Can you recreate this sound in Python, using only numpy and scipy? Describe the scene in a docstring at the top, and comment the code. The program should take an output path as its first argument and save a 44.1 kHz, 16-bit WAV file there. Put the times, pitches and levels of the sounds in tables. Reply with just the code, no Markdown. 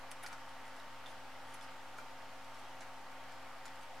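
"""A small plastic drone is turned in the fingers over a table, close up in a quiet room.
Each touch cracks and rings the shell; sticking and slipping skin makes it scrape and squeak.
A folding arm creaks in its joint as the grip shifts, and gives a few dull knocks.
Behind it a small fan whirs, with a little mains hum and microphone hiss."""
import sys
import numpy as np
from scipy import signal
from scipy.fft import rfft, irfft
from scipy.io import wavfile
from scipy.ndimage import uniform_filter1d

SR = 44100
rng = np.random.default_rng(int(sys.argv[2]) if len(sys.argv) > 2 else 0)


def dump_mix(stems):
    """Bounce the given channels to the path in sys.argv[1] as a 16-bit WAV at rate SR."""
    frames = np.atleast_2d(stems).T  # one column per channel
    limited = np.clip(frames, -1, 1)  # hard clip at full scale
    pcm = np.round(limited * 32767).astype(np.int16)
    wavfile.write(sys.argv[1], SR, pcm)


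N = 176400
HIT_GAIN = np.sqrt(SR / 1000)  # gives a hit of energy 1 the energy of 1 ms at rms 1


def shell_ticks(part_t60_s=.02):
    """Fingers tick on the shell, and the part they touch rings at its own pitch."""
    # Touches: (time [s], level [dB], brightness [dB/octave], part pitch [Hz], part level [dB])
    ticks = [(.1150, -41.5, 0, 8400, -5), (.2340, -52, -7, 9900, -8), (.2630, -46, -3, 4620, -3),
             (.2668, -46.5, -4, 4700, -6), (0.2748, -52, 4, 10200, -7), (.2858, -56, 5, 9300, -10),
             (0.3293, -46, -5, 1410, -1.5), (.492, -57, -2, 9700, -12), (.6541, -59, -2, 8500, -10),
             (.68, -59, 0, 8500, -8), (.7644, -57, -1, 7800, -6), (0.7998, -57, -2, 3900, 5.5),
             (1.0610, -57, -5, 3570, 10.5), (1.0675, -53.5, -3.5, 3560, 7.5), (1.0860, -51, -5, 3600, -4),
             (1.5420, -52, 0, 10080, -12.5), (1.6112, -54.5, -2, 3480, 3), (1.9845, -55, -4, 8800, -12),
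             (3.7576, -61, 0, 7600, -3), (3.8120, -60, -4, 7900, -3), (2.4456, -57, -4.5, 7550, -5),
             (2.5453, -55, -4, 5500, -10), (2.5942, -55, -4, 9500, -10), (2.8075, -47.5, -6, 7250, -6),
             (2.8108, -53, -4, 5500, -3), (3.115, -61, -1, 7400, -2), (3.2388, -58, -3, 5400, -10),
             (3.3215, -55, -4, 7550, -8), (3.6553, -44.5, -6, 7000, -7), (3.6605, -50, -5, 9300, -12),
             (3.6805, -50, -6, 5500, -10)]
    out = np.zeros((2, N))
    for start, db, tilt_db, hz, part_db in ticks:
        tick = contact(tilt_db) + ring([(hz, part_db, part_t60_s)], size=2048)
        add(out, start, close_reflections(gain_of(db) * HIT_GAIN * tick))
    return out


def contact(tilt_db, crack_s=.0016, pivot_hz=5000, tilt_from_hz=1400, size=4096):
    """One touch, of energy 1: a crack plus the shell's ring, tilted brighter or duller by `tilt_db`."""
    # Colour of the first crack: (frequency [Hz], level [dB])
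    crack_colour = [(100, -40), (400, -20), (900, -7), (2000, -2), (3300, -5), (5000, -1), (7500, -3),
                    (10500, -3), (12500, -12), (14500, -16), (16000, -28)]
    # Modes of the plastic shell: (frequency [Hz], level [dB], t60 [s])
    shell_modes = [(1420, -19, 0.043), (2120, -18, .012), (4440, -14, .02), (5130, -16.5, 0.0046),
                   (9700, -13, .003)]
    t, hz = np.arange(size) / SR, np.fft.rfftfreq(size, 1 / SR)
    burst = np.roll(rng.standard_normal(size) * np.exp(-t / crack_s), 8)
    crack = irfft(rfft(burst) * gain_of(read(crack_colour, hz)))
    touch = crack / np.linalg.norm(crack) + ring(shell_modes)
    octaves = np.log2(np.maximum(hz, tilt_from_hz) / pivot_hz)
    touch = irfft(rfft(touch) * gain_of(tilt_db * octaves))[:size // 2]
    return touch / np.linalg.norm(touch)


def shell_scrapes():
    """A finger slips briefly over the shell in a dense run of tiny contacts."""
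    # Finger slips: (start [s], length [s], level [dB], brightness [dB/octave])
    slips = [(.112, .012, -58, -6), (.219, 0.037, -57, -7.5), (0.258, .014, -54, -3), (.314, 0.03, -59, -7),
             (0.648, 0.052, -76, 4), (0.754, .05, -73, 0), (1.055, 0.084, -70, -1), (1.447, 0.15, -68, -5),
             (1.535, .016, -56.5, -5), (1.607, 0.05, -64, -3), (1.968, 0.043, -66, -0.5),
             (2.521, 0.13, -68, -4), (2.805, 0.04, -64, -5), (3.654, 0.014, -58.5, -2),
             (3.815, 0.029, -68, -2)]
    out = np.zeros((2, N))
    for start, length, db, tilt_db in slips:
        add(out, start, gain_of(db) * stick_slip(length, contact(tilt_db)))
    return out


def stick_slip(length, body, spots=5, grains_per_s=4000, spread_db=2.2, size=8192):
    """Surfaces catch and let go at several spots and ring a body; the pressure swells and falls once."""
    pressure = np.sin(np.pi * np.minimum(np.arange(size) / SR / length, 1))
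    out = 0
    for _ in range(spots):
        chance, sign = rng.random((2, size))
        releases = (chance < grains_per_s / spots / SR) * np.sign(sign - .5)
        grains = releases * gain_of(spread_db * rng.exponential(1, size))
        out += close_reflections(signal.fftconvolve(evened(grains) * pressure, body))
    return out * np.sqrt(2 / spots)


def skin_squeaks():
    """Skin drags on the plastic with a thin, high squeak."""
    # Squeaks: (start [s], length [s], level [dB])
    squeaks = [(.1075, .008, -66), (.225, .022, -64), (1.538, .014, -68)]
    # Modes of a squeak: (frequency [Hz], level [dB], t60 [s])
    squeak_modes = [(9500, -2, .004), (10050, 0, .006), (10700, -3, .004)]
    out = np.zeros((2, N))
    for start, length, db in squeaks:
        add(out, start, gain_of(db) * stick_slip(length, ring(squeak_modes)))
    return out


def arm_joint():
    """The joint creaks as the grip shifts, and knocks; both ring the folding arm."""
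    # Creaks: (start [s], length [s], level [dB])
    creaks = [(.23, .05, -54), (.275, .075, -54)]
    # Dull knocks: (time [s], level [dB])
    knocks = [(.2440, -41), (0.341, -43), (1.9863, -35)]
    # Modes of the folding arm: (frequency [Hz], level [dB], t60 [s])
    arm_modes = [(837, -29, 0.084), (1421, -4, 0.024), (2363, -12.5, 0.039)]
    out, arm = np.zeros((2, N)), ring(arm_modes)
    for start, length, db in creaks:
        add(out, start, gain_of(db) * stick_slip(length, arm))
    for start, db in knocks:
        add(out, start, close_reflections(gain_of(db) * HIT_GAIN * arm))
    return out


def close_reflections(sound, level_db=-3.5, decay_s=.015, size=1024):
    """Direct sound plus quick bounces off hands and table, different at each microphone."""
    t = np.arange(size) / SR
    taps = rng.standard_normal((2, size)) * (rng.random((2, size)) < .5) * np.exp(-t / decay_s)
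    taps *= gain_of(level_db) / np.linalg.norm(taps, axis=1, keepdims=True)
    taps[:, 0] += 1  # direct path
    return signal.fftconvolve(sound[None], taps, axes=1)


def room(sound, level_db=-13, size=16384):
    """A short diffuse tail; the lows and the very top die first."""
    # Room decay: (frequency [Hz], t60 [s])
    decay_times = [(300, 0.19), (2000, 0.59), (6000, 0.62), (14000, 0.14)]
    hz, t, noise = signal.stft(rng.standard_normal((2, size)), SR, nperseg=256)
    decay = np.exp(-np.log(1000) * t / read(decay_times, hz)[:, None])
    tail = signal.istft(noise * decay, SR, nperseg=256)[1]
    return gain_of(level_db) * signal.fftconvolve(sound, tail / np.linalg.norm(tail[0]), axes=1)[:, :N]


def fan_air(level_db=-53.5, flutter_db=.8, size=2048, hop=512):
    """Fan noise, centred in the mids, with wide microphone hiss on top; its colour flutters faintly."""
    # Colour of fan air and hiss: (frequency [Hz], level [dB])
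    air_colour = [(20, -11), (55, -6), (100, -16), (190, -10.5), (340, -9), (440, -10), (600, -2), (800, 2),
                  (980, -1.5), (1200, 0.4), (1700, -4), (2200, -6.5), (2600, -9), (3000, -8.5), (3700, -13),
                  (5300, -16), (6600, -20), (7700, -21), (9000, -23.5), (11550, -25.5), (11850, -21.5),
                  (12150, -27), (15500, -32)]
    # Stereo image: (frequency [Hz], left-right correlation [0..1])
    correlation = [(25, 0.48), (120, 0.69), (300, 0.91), (700, 0.96), (1200, 0.96), (2500, 0.63),
                   (5000, 0.33), (9000, 0.046), (13000, 0.024)]
    hz = np.fft.rfftfreq(size, 1 / SR)
    left_re, left_im, wide_re, wide_im, flutter = rng.standard_normal((N // hop + 5, len(hz), 5)).T
    flutter = uniform_filter1d(flutter, size=24, axis=0)  # smooth across frequency
    flutter = evened(uniform_filter1d(flutter, size=10, axis=1))  # and over time
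    alike = read(correlation, hz)[:, None]
    left = left_re + 1j * left_im
    right = alike * left + np.sqrt(1 - alike ** 2) * (wide_re + 1j * wide_im)
    spectra = np.array([left, right]) * gain_of(read(air_colour, hz)[:, None] + flutter_db * flutter)
    air = signal.istft(spectra, nperseg=size, noverlap=size - hop)[1][:, :N]
    return gain_of(level_db) * evened(air)


def hum(top_waver_hz=2, waver_db=1):
    """Mains and fan tones waver slightly in level and pitch, the higher ones by more hertz."""
    # Mains and fan tones: (frequency [Hz], level [dB])
    tones = [(120, -71.5), (265.3, -68), (530.6, -67), (673, -77.5), (758, -67.5), (834, -69), (909.4, -62),
             (1201.6, -83), (1923, -76.5)]
    out, top_hz = np.zeros(N), tones[-1][0]
    for hz, db in tones:
        pitch = hz + top_waver_hz * hz / top_hz * drift(rate_hz=5.2)
        turns = np.cumsum(pitch) / SR + rng.random()
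        rms = gain_of(db + waver_db * drift(rate_hz=9.2))
        out += np.sqrt(2) * rms * np.sin(2 * np.pi * turns)
    return out


def ring(modes, size=4096):
    """A struck body as dying sines; each level sets the energy of its mode."""
    t, out = np.arange(size) / SR, np.zeros(size)
    for hz, db, t60 in modes:
        wave = np.sin(2 * np.pi * hz * t) * np.exp(-np.log(1000) * t / t60)
        out += gain_of(db) * wave / np.linalg.norm(wave)
    return out


def drift(rate_hz):
    """Slow random wander of rms 1."""
    hz = np.fft.rfftfreq(N, 1 / SR)
    return evened(irfft(rfft(rng.standard_normal(N)) / (1 + (hz / rate_hz) ** 2), N))


def gain_of(db):
    """Decibels to gain."""
    return 10 ** (np.asarray(db) / 20)


def evened(x):
    """Scales to rms 1."""
    return x / np.sqrt(np.mean(x ** 2) + 1e-20)


def read(curve, hz):
    """Reads a curve on a log-frequency axis."""
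    curve_hz, values = np.transpose(curve)
    return np.interp(np.log(hz + 1), np.log(curve_hz), values)


def add(mix, start_s, sound):
    """Drops a sound into the mix at its start time."""
    part = mix[..., max(round(start_s * SR), 0):][..., :sound.shape[-1]]
    part += sound[..., :part.shape[-1]]


def scene():
    """The handled drone in its room, over a bed of fan air and hum."""
    handling = shell_ticks() + shell_scrapes() + skin_squeaks() + arm_joint()
    return handling + room(handling) + fan_air() + hum()


def record(dry):
    """The camera's band limit and its converter's small constant offset."""
    cutoff_hz, dc_offset = 15720, -.0029
    lowpass = signal.firwin(1023, cutoff_hz, window=("kaiser", 9), fs=SR)
    return dc_offset + signal.oaconvolve(dry, lowpass[None], "same")


dry = scene()
out = record(dry)
dump_mix(out)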